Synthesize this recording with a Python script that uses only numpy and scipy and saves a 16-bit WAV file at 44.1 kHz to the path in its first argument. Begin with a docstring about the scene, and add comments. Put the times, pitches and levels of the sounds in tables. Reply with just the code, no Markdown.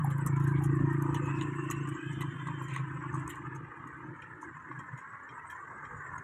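"""A slow one-cylinder engine throbs along a park road, each firing a puff that rings its exhaust,
over the roar of car tyres and a far rumble. From the first moment a walking horse knocks its hooves
and scuffs grit close to the phone. After about a second a car rolls by with a climbing hiss, then
a faint whine. The throb slows, blurs and fades as the engine draws away, and from about four seconds
on the horse's steps clack faintly, farther off."""
import sys
import numpy as np
from scipy import signal
from scipy.fft import rfft, irfft
from scipy.io import wavfile
from scipy.ndimage import uniform_filter1d, map_coordinates

SR = 44100
rng = np.random.default_rng(int(sys.argv[2]) if len(sys.argv) > 2 else 0)


def persist_wave(psi):
    """Save psi, clipped to +-1, as 16-bit WAV."""
    counts = np.round(np.clip(psi, -1, 1) * 32767).astype(np.int16)
    wavfile.write(sys.argv[1], SR, np.atleast_2d(counts).T)


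N = 274986


def gain_of(db):
    """Turns decibels into a number to multiply by."""
    return 10 ** (np.asarray(db) / 20)


def evened(x):
    """Scales a signal to an average strength (rms) of 1."""
    return x / np.sqrt(np.mean(x ** 2) + 1e-20)


def colour_at(colour, hz):
    """The gain at each frequency for a colour: a table of how strong the lows and highs are."""
    f, db = np.transpose(colour)
    return gain_of(np.interp(np.log(hz + 1), np.log(f + 1), db, -100, -100))


def follow(rows, t):
    """Draws straight lines between a table's rows: one curve per column, at times t."""
    times, *columns = np.transpose(rows)
    return [np.interp(t, times, column) for column in columns]


def add(mix, start, sound):
    """Mixes a sound in at a start time in seconds."""
    part = mix[round(start * SR):][:len(sound)]
    part += sound[:len(part)]


def fade_in(t, rise):
    """A smooth start that takes about `rise` seconds."""
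    return 1 - np.exp(-(t / rise) ** 2)


def ring(x, hz, width):
    """A resonance: keeps the sound near one pitch, which may slide."""
    turn = np.exp(2j * np.pi * np.cumsum(hz * np.ones(len(x))) / SR)
    decay = np.exp(-np.pi * width / SR)
    return (turn * signal.lfilter([1 - decay], [1, -decay], x / turn)).real


def pitched_noise(length, hz, width):
    """Noise rung twice at one pitch becomes a rough, wavering tone."""
    return evened(ring(ring(rng.standard_normal(length), hz, width), hz, width))


def coloured(x, colour, lo, hi):
    """The part of x between lo and hi Hz, given a colour and evened."""
    hz = np.fft.rfftfreq(len(x), 1 / SR)
    return evened(irfft(rfft(x) * colour_at(colour, hz) * (hz >= lo) * (hz < hi), len(x)))


# How much a noise flickers at each pitch: (frequency [Hz], depth at scale 1 [dB])
FLICKER_DEPTH = [(300, 7), (1000, 2.5), (3000, 5.5), (7000, 9.5), (15000, 4.5)]
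def mottled(x, scale):
    """Makes narrow bands of a sound swell and sink for a few hundredths of a second."""
    hz, _, spectrum = signal.stft(x, SR, nperseg=512, noverlap=384)
    streaks = rng.standard_normal(spectrum.T.shape).T
    streaks = evened(uniform_filter1d(uniform_filter1d(streaks, size=2, axis=0), size=12, axis=1))
    depth_db, = follow(FLICKER_DEPTH, hz)
    spectrum *= gain_of(scale * depth_db[:, None] * streaks)
    out = signal.istft(spectrum, SR, nperseg=512, noverlap=384)[1][:len(x)]
    return out * np.sqrt(np.mean(x ** 2) / np.mean(out ** 2))


def drifting_noise(colour, bands, levels, size, patchy_db, flicker_db):
    """Coloured noise; each band follows its own level column, with random patches and flicker."""
    frames, hz = 4 * N // size + 5, np.fft.rfftfreq(size, 1 / SR)
    real, imag, patches = rng.standard_normal((frames, len(hz), 3)).T
    patches = evened(uniform_filter1d(uniform_filter1d(patches, size=7, axis=0), size=9, axis=1))
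    flicker = evened(uniform_filter1d(rng.standard_normal(frames), size=4))
    gains = colour_at(colour, hz)
    own_db = [10 * np.log10(np.sum(gains[(hz >= lo) & (hz <= hi)] ** 2)) for lo, hi in bands]
    lift_db = np.array(follow(levels, np.arange(frames) * size / 4 / SR)) - np.c_[own_db]
    place = np.interp(hz, np.ravel(bands), np.repeat(np.arange(len(bands)), 2))
    blend = np.clip(1 - abs(place[:, None] - np.arange(len(bands))), 0, 1)  # fades from band to band
    level_db = blend @ lift_db + patchy_db * patches + flicker_db * flicker
    spectrum = (real + 1j * imag) * gains[:, None] * gain_of(level_db)
    return signal.istft(spectrum, nperseg=size, noverlap=3 * size // 4)[1][:N]


def blows(rows, rise, roughness, spread):
    """Each blow is a tone roughened by noise of like pitch; it drops 60 dB in its fade time."""
    out, t = np.zeros(N), np.arange(SR // 3) / SR
    for start, db, hz, fade in rows:
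        tone = np.sin(2 * np.pi * hz * t) + roughness * pitched_noise(len(t), hz, spread * hz)
        add(out, start, gain_of(db - 60 * t / fade) * tone * fade_in(t, rise))
    return out


def swells(rows):
    """Each row is a pitched noise that swells and dies away."""
    out = np.zeros(N)
    for start, end, hz, width, db in rows:
        tone = pitched_noise(round((end - start) * SR), hz, width)
        add(out, start, gain_of(db) * tone * signal.windows.tukey(len(tone), .6))
    return out


# How fast the throb is as the engine passes and draws away: (time [s], firing rate [Hz])
THROB_RATE = [(0, 27.56), (.36, 27.56), (.82, 27.62), (1.0, 28), (1.58, 27.77), (2.0, 27.55), (2.4, 27.17),
              (3.25, 26.45), (4.3, 26.09), (6.24, 24.43)]
# The exhaust's level, dipping briefly now and then: (time [s], low boom [dB], higher bark [dB])
EXHAUST_LEVELS = [(0, -29, -58), (.21, -31.5, -46.5), (.33, -27.5, -42), (.82, -28, -34),
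                  (.97, -30.5, -36.5), (1.58, -37, -40.5), (1.93, -37, -43), (2.0, -58, -43),
                  (2.07, -36, -46), (2.27, -37.5, -42.5), (2.4, -43, -55), (2.52, -36, -44),
                  (2.68, -42, -50.5), (2.82, -35.5, -52), (2.91, -43.5, -48.5), (3.2, -37, -45.5),
                  (3.33, -52, -49), (3.51, -41.5, -47), (3.64, -44.5, -54), (3.72, -72, -58.5),
                  (3.87, -49.5, -55.5), (3.92, -64, -60), (4.1, -42, -45.5), (4.19, -67, -64),
                  (4.28, -53, -59.5), (4.49, -71.5, -49.5), (4.55, -50, -73), (4.62, -67, -81),
                  (4.69, -56, -46), (4.79, -45, -73), (4.86, -75, -82), (4.93, -38.5, -74), (5.0, -66, -82),
                  (6.24, -74, -84)]
# How the exhaust rings, boom then bark: (pitch [Hz], width [Hz], delay [s], ease of blurring [factor])
EXHAUST_RINGS = [(139.4, 20.6, 0.01296, 0.61), (317.8, 35.5, 0.01104, 1.17)]
def engine():
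    """One puff per firing rings the exhaust; the valves rustle in step; distance blurs the beat."""
    t, f = np.arange(N) / SR, np.fft.rfftfreq(N, 1 / SR)
    rate_hz, = follow(THROB_RATE, t)
    boom_db, bark_db = follow(EXHAUST_LEVELS, t)
    cycles = 0.058 + np.cumsum(rate_hz) / SR
    strength = -gain_of(0.7 * rng.standard_normal(200))[cycles.astype(int)]
    fires = np.diff(np.floor(cycles), prepend=-1) > 0
    puffs = evened(strength * fires)
    puffs = evened(puffs + 0.11 * np.roll(puffs, round(0.01437 * SR)))  # an echo behind each beat
    blur = 0.045 + 0.2 * np.maximum(t - 0.9, 0)  # echo noise takes over as the engine leaves
    noise = rng.standard_normal(N)
    rings = []
    for hz, width, delay, ease in EXHAUST_RINGS:
        noise_share = np.clip(ease * blur, 0, 1)
        drive = np.sqrt(1 - noise_share) * puffs + np.sqrt(noise_share) * noise
        # many chambers in a row: each beat swells and dies roundly
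        chambers = np.exp(-.5 * ((f - hz) / width) ** 2 - 2j * np.pi * f * delay)
        rings.append(evened(irfft(rfft(drive) * chambers, N)))
    boom, bark = rings
    pulse = np.exp(0.59 * np.cos(2 * np.pi * (cycles - .15)))
    # the rustle and rasp borrow the colours of the grit and tyres below
    rustle = evened(pulse * coloured(mottled(rng.standard_normal(N), 1.2), GRIT_COLOUR, 2600, 14000))
    rasp = evened(pulse * coloured(rng.standard_normal(N), TYRE_COLOUR, 700, 3000))
    body = boom + gain_of(-47.0) * rustle + gain_of(-31.5) * rasp
    return gain_of(boom_db) * body + gain_of(bark_db) * bark


# The colour of tyre noise: (frequency [Hz], relative level [dB])
TYRE_COLOUR = [(240, -47.5), (400, -14), (772, -32), (972, -1), (1100, -2), (1190, -6.5), (1540, 3),
               (1850, 1), (2250, -14.5), (2970, -25.5), (4770, -63.5), (5480, -40), (7790, -20.5),
               (9350, -43.5), (15500, -48.5)]
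# The four bands of tyre noise, low to high: (from [Hz], to [Hz])
TYRE_BANDS = [(800, 1280), (1350, 2150), (2300, 3500), (6000, 9500)]
# Their levels: (time [s], roar [dB], tread hiss [dB], near-car hiss [dB], fine hiss [dB])
TYRE_LEVELS = [(0, -46.5, -47.5, -68.5, -93), (0.401, -48.5, -50, -69, -90), (.9, -44, -50, -65.5, -75),
               (1.3, -42.5, -48, -63, -69), (2.2, -51.5, -49, -63, -73), (3.149, -45.5, -47.5, -63, -78),
               (3.629, -48, -50.5, -68.5, -87), (4.4, -52.5, -50.5, -74, -83),
               (6.24, -45, -45.5, -76.5, -74.5)]
def tyres():
    """Car tyres rolling on the road make a flickering roar and hiss."""
    roar = drifting_noise(TYRE_COLOUR, TYRE_BANDS, TYRE_LEVELS, size=512, patchy_db=0.5, flicker_db=-1.63)
    return mottled(roar, 0.88)


def ground_echo(x, delay_s=0.0028, wander_s=0.458, strength=.55):
    """The ground's echo cancels some pitches; they shift as the cars move and its delay changes."""
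    wander = rng.standard_normal(N)
    for _ in range(2):
        wander = uniform_filter1d(wander, size=round(wander_s * SR))
    delay = delay_s * SR * np.exp(0.1835 * evened(wander - wander.mean()))
    echo = map_coordinates(x, [np.arange(N) - delay], order=3)
    return (x + strength * echo) / np.sqrt(1 + strength ** 2)


# The colour of far traffic and light wind: (frequency [Hz], relative level [dB])
RUMBLE_COLOUR = [(12, -53), (20, -33.5), (129, -3), (189, -10), (293, 0), (428, -9.5), (554, -6.5),
                 (706, -13.5), (750, -8), (980, -60.5), (1650, -120)]
# The rumble's level in three bands: (time [s], deep [dB], middle [dB], upper [dB])
RUMBLE_LEVELS = [(0, -51, -59.5, -63), (1.2, -53, -57, -65.5), (2.2, -67, -63, -69), (3.4, -62.5, -70, -73),
                 (4.84, -75.5, -73, -68.5), (6.24, -64, -76, -69)]
def far_rumble():
    """Far traffic and light wind blend into a low, uneven noise."""
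    bands_hz = [(30, 69), (190, 194.6), (410, 1700)]
    return drifting_noise(RUMBLE_COLOUR, bands_hz, RUMBLE_LEVELS, size=2048, patchy_db=3.5, flicker_db=3.0)


# The colour of the microphone's hiss: (frequency [Hz], relative level [dB])
MICROPHONE_COLOUR = [(1940, -22), (3300, 1.5), (4690, -2), (7810, -5), (9250, -23.5), (9940, -3.5),
                     (15700, -38)]
def microphone_hiss(top_db=-96.5):
    """The microphone adds a steady thin hiss; top_db sets the part above 9.5 kHz."""
    hz = np.fft.rfftfreq(N, 1 / SR)
    gains = colour_at(MICROPHONE_COLOUR, hz)
    gains /= np.sqrt(np.mean((gains * (hz > 9500)) ** 2))
    return gain_of(top_db) * irfft(rfft(rng.standard_normal(N)) * gains, N)


# The colour of grit, loose or scuffed: (frequency [Hz], relative level [dB])
GRIT_COLOUR = [(1180, -22), (2000, 15), (2320, -3), (3030, 6), (3510, -7.5), (4140, -7.5), (4710, -33),
               (5500, -20), (7200, -7.5), (9300, -17), (10200, -14.5), (11300, -18), (12700, -15.5),
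               (14200, -25), (15900, -34)]
# The hiss of loose grit: (from [Hz], to [Hz], starting level [dB], change [dB/s])
LOOSE_GRIT_BANDS = [(6980, 10000, -69, -5), (9500, 15500, -79, -5.5)]
def loose_grit(shifts_per_s=12):
    """Loose grit shifts with a soft hiss and small random swells, fading as the horse walks off."""
    t = np.arange(N) / SR
    shifts = (rng.random(N) < shifts_per_s / SR) * gain_of(1.5 * np.minimum(rng.exponential(1, N), 3))
    swell = signal.oaconvolve(shifts, np.hanning(1400))[:N]
    hiss = (.6 + swell) * mottled(rng.standard_normal(N), .9)
    return sum(gain_of(db + db_per_s * t) * coloured(hiss, GRIT_COLOUR, lo, hi)
               for lo, hi, db, db_per_s in LOOSE_GRIT_BANDS)


# Grit under a hoof: (time [s], rise [s], fade time [s], dull [dB], middle [dB], bright [dB])
HOOF_SCUFFS = [(0.043, 0.001, 0.037, -75, -63.5, -44), (.100, 0.0053, 0.069, -51.5, -52.5, -51),
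               (.180, 0.0032, 0.031, -72, -56, -49), (.262, 0.0012, 0.061, -59, -41, -41.5),
               (.358, 0.0052, 0.065, -55, -56, -65), (.394, 0.0064, 0.095, -60, -60, -61),
               (.436, 0.0041, 0.056, -58, -58, -51), (0.472, 0.0027, 0.065, -56.5, -54, -55.5),
               (.620, 0.0034, 0.061, -74, -64, -59), (0.634, 0.0039, 0.043, -57, -43.5, -43),
               (0.655, 0.0026, 0.049, -69, -58, -53), (0.929, 0.0016, 0.056, -67, -64, -59.5),
               (1.0217, 0.00057, 0.024, -80, -51, -46.5), (1.1433, 0.0013, 0.06, -42, -48.5, -52.5),
               (1.254, 0.0022, 0.053, -54, -56, -67), (1.411, 0.00052, .03, -40, -50, -70),
               (1.421, 0.0011, 0.078, -57, -53, -69), (1.7, 0.0017, 0.027, -64, -40.5, -57),
               (1.709, 0.0013, 0.024, -38, -35.5, -38), (1.716, .006, 0.066, -49, -53, -52),
               (1.872, 0.0029, 0.059, -75, -55, -80), (1.888, 0.00081, 0.05, -87, -54.5, -59),
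               (2.1223, 0.0036, 0.068, -65, -58, -73), (2.203, 0.008, 0.055, -36, -45, -44),
               (2.469, 0.0025, 0.047, -47.5, -55, -88), (2.617, 0.0025, 0.2, -69, -60, -65),
               (2.6772, 0.008, 0.18, -51, -60, -86), (2.733, 0.0032, 0.15, -52, -56, -71),
               (2.7622, 0.00055, 0.01, -35, -48, -60), (3.11, 0.029, 0.27, -73, -58, -83),
               (3.14, 0.0042, 0.035, -61, -51, -70), (3.192, 0.0055, 0.032, -70, -54, -61),
               (3.277, 0.00055, .018, -75, -43.5, -56), (3.286, 0.016, 0.073, -40, -41.5, -39),
               (3.342, 0.012, 0.095, -66, -57, -67), (3.546, 0.0083, 0.069, -72, -53, -62),
               (3.870, 0.006, 0.03, -68, -55.5, -60), (4.219, 0.0018, 0.024, -53, -62, -91),
               (4.407, 0.012, 0.098, -76, -55, -69), (4.789, 0.0017, 0.086, -72, -60.5, -85),
               (4.9736, 0.0034, 0.11, -65, -61, -73), (5.497, 0.0026, 0.17, -70, -62, -65),
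               (6.18, 0.0016, 0.055, -71, -53, -82)]
# How each part stretches that fade time: (dull [factor], middle [factor], bright [factor])
FADE_STRETCH = [1.67, 1.15, 0.62]
def hoof_scuffs(snap_below_s=0.0051):
    """A hoof crunches grit: a snap if it strikes quickly, otherwise a soft spray."""
    out, t = np.zeros(N), np.arange(SR // 5) / SR
    noise = rng.standard_normal(N)
    crunch_db = 3 * uniform_filter1d(rng.standard_normal(N), size=60) * np.sqrt(60)
    grains = mottled(noise * gain_of(crunch_db), 0.9)
    parts = [coloured(grains, GRIT_COLOUR, lo, hi) for lo, hi in [(0, 4800), (4800, 9700), (9700, SR)]]
    snap = 2.8 * np.exp(-t / 0.00087) * fade_in(t, 0.0015)
    for start, rise, fade, *levels_db in HOOF_SCUFFS:
        quickness = max(1 - rise / snap_below_s, 0)
        for part, stretch, db in zip(parts, FADE_STRETCH, levels_db):
            spray = gain_of(-60 * (t / (rise + stretch * fade)) ** 1.2) * fade_in(t, rise)
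            piece = part[round(start * SR):][:len(t)]
            shape = (spray + quickness * snap)[:len(piece)]
            scuff = piece * shape
            add(out, start, gain_of(db) * scuff * np.linalg.norm(shape) / np.linalg.norm(scuff))
    return out


# Hoof blows on hard ground: (time [s], level [dB], pitch [Hz])
HOOF_KNOCKS = [(.045, -27, 863), (0.265, -30.5, 1170), (1.054, -32.5, 977), (1.089, -31.5, 960),
               (1.146, -34.5, 935), (1.415, -35, 1020), (1.585, -34.5, 1200), (1.7, -28, 1124),
               (2.207, -38.5, 990), (2.219, -33.5, 1135), (2.235, -33.5, 1025), (2.469, -31, 1080),
               (2.484, -30, 997), (2.614, -33, 1030), (2.763, -29.5, 1070), (3.14, -33, 1120),
               (3.151, -33.5, 1026), (3.277, -35, 1064), (4.222, -45, 2350), (4.428, -32.5, 1020),
               (4.713, -32.5, 1092), (4.793, -35, 1055)]
def hoof_knocks(half_blow_s=0.0024, fade_s=0.21):
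    """A hoof lands with a short hollow clop, then a weaker rough ring."""
    out, t = np.zeros(N), np.arange(SR // 10) / SR
    for start, db, hz in HOOF_KNOCKS:
        rough = pitched_noise(len(t), hz, 0.17 * hz)
        clop = np.exp(-((t - 1.22 * half_blow_s) / half_blow_s) ** 2) * np.sin(2 * np.pi * hz * t)
        tail = 0.28 * gain_of(-60 * t / fade_s) * fade_in(t, 0.0056) * rough
        add(out, start, gain_of(db) * (clop + tail))
    return out


# Soft dull bumps: (time [s], level [dB], pitch [Hz])
SOFT_BUMPS = [(0.102, -50.5, 523), (1.071, -45.5, 493), (1.211, -44, 497), (3.24, -38, 71),
              (5.898, -47.5, 484), (5.973, -43, 147)]
def soft_bumps(fade_s=0.31):
    """Low tones start gently and soon die away."""
    return blows([(*row, fade_s) for row in SOFT_BUMPS], rise=0.0085, roughness=0.29, spread=0.11)


# Brief swells in the road noise: (start [s], end [s], pitch [Hz], level [dB])
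ROAD_SWELLS = [(0.206, 0.232, 7970, -57.5), (0.275, 0.685, 1002, -46), (0.324, 0.47, 1352, -50),
               (0.317, 0.385, 2250, -55.5), (0.423, .57, 1580, -47.5), (0.515, 0.633, 2210, -54.5),
               (0.597, 0.673, 817, -48), (0.725, .84, 1780, -50), (.84, 0.983, 1845, -46.5),
               (0.841, 0.945, 926, -43.5), (.89, 1.09, 1210, -50.5), (0.942, 1.3, 1002, -53),
               (1.189, 1.476, 2580, -54.5), (1.508, 1.93, 2710, -55), (1.95, 2.143, 2536, -58)]
def road_swells():
    """Narrow bands of the road noise stand out for a moment."""
    return swells([(start, end, hz, 50 + 0.026 * hz, db) for start, end, hz, db in ROAD_SWELLS])


# Scrapes of a hoof: (start [s], end [s], pitch [Hz], width [Hz], level [dB])
HOOF_DRAGS = [(.55, .6, 3080, 900, -64), (1.34, 1.4, 5260, 1500, -69), (1.37, 1.45, 3400, 910, -64),
              (2.68, 2.81, 2390, 497, -52), (2.72, 2.81, 3600, 596, -62)]
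def hoof_drags():
    """A hoof dragging over the ground makes a short swish."""
    return swells(HOOF_DRAGS)


# The passing car's hiss: (time [s], pitch [Hz], level [dB])
CAR_HISS = [(1.101, 2540, -74), (1.3, 2610, -51), (1.5, 2680, -60), (1.65, 3010, -73), (1.85, 2910, -62),
            (2.1, 3070, -59), (2.4, 3120, -68), (2.9, 2920, -75)]
# Its faint whines: (start [s], end [s], pitch [Hz], level [dB])
CAR_WHINES = [(1.898, 2.912, 3125, -65), (2.0, 2.65, 3512, -70.5)]
def passing_car(hiss_width_hz=210, whine_width_hz=20):
    """A car rolls by: its hiss climbs in pitch, and thin wavering whines join in."""
    t = np.arange(CAR_HISS[0][0], CAR_HISS[-1][0], 1 / SR)
    hiss_hz, hiss_db = follow(CAR_HISS, t)
    noise = mottled(rng.standard_normal(len(t)), 0.87)
    hiss = ring(ring(noise, hiss_hz, hiss_width_hz), hiss_hz, hiss_width_hz)
    out = swells([(start, end, hz, whine_width_hz, db) for start, end, hz, db in CAR_WHINES])
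    add(out, t[0], gain_of(hiss_db) * evened(hiss))
    return out


# Far steps on the asphalt: (time [s], base level [dB])
FAR_STEPS = [(4.224, -70.5), (4.713, -74), (4.789, -70.5), (4.974, -74), (5.289, -66.5), (5.5, -65),
             (5.849, -71)]
# The tones of a struck hoof: (pitch [Hz], level added to the base [dB], fade time [s])
HOOF_TONES = [(2380, 10, 0.11), (3195, 4.5, 0.14), (3850, -2.5, 0.077), (5580, -1.5, 0.1)]
def far_steps():
    """Every far step rings the same few tones of the hoof, making a clack."""
    rows = [(start, db + tone_db, hz, fade) for start, db in FAR_STEPS for hz, tone_db, fade in HOOF_TONES]
    return blows(rows, rise=0.0017, roughness=0.91, spread=0.053)


def scene():
    """Adds the engine, road, horse and background into one channel."""
    road = tyres()
    background = far_rumble() + road_swells() + soft_bumps()
    horse = hoof_knocks() + hoof_scuffs() + hoof_drags() + loose_grit() + far_steps()
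    traffic = engine() + ground_echo(road) + passing_car()
    return (traffic + horse + background + microphone_hiss())[None]


def record(dry, bass_hz=55, dead_spot_hz=4850, top_hz=15950):
    """The phone cuts deep bass, has a dead spot in the treble and loses the very highest sounds."""
    thin = signal.sosfilt(signal.butter(2, bass_hz, "high", fs=SR, output="sos"), dry)
    notched = thin - 1.1 * ring(thin[0], dead_spot_hz, width=1100)
    top_cut = signal.firwin(511, top_hz, window=("kaiser", 9), fs=SR)
    return signal.oaconvolve(notched, top_cut[None], "same")


dry = scene()
out = record(dry)
persist_wave(out)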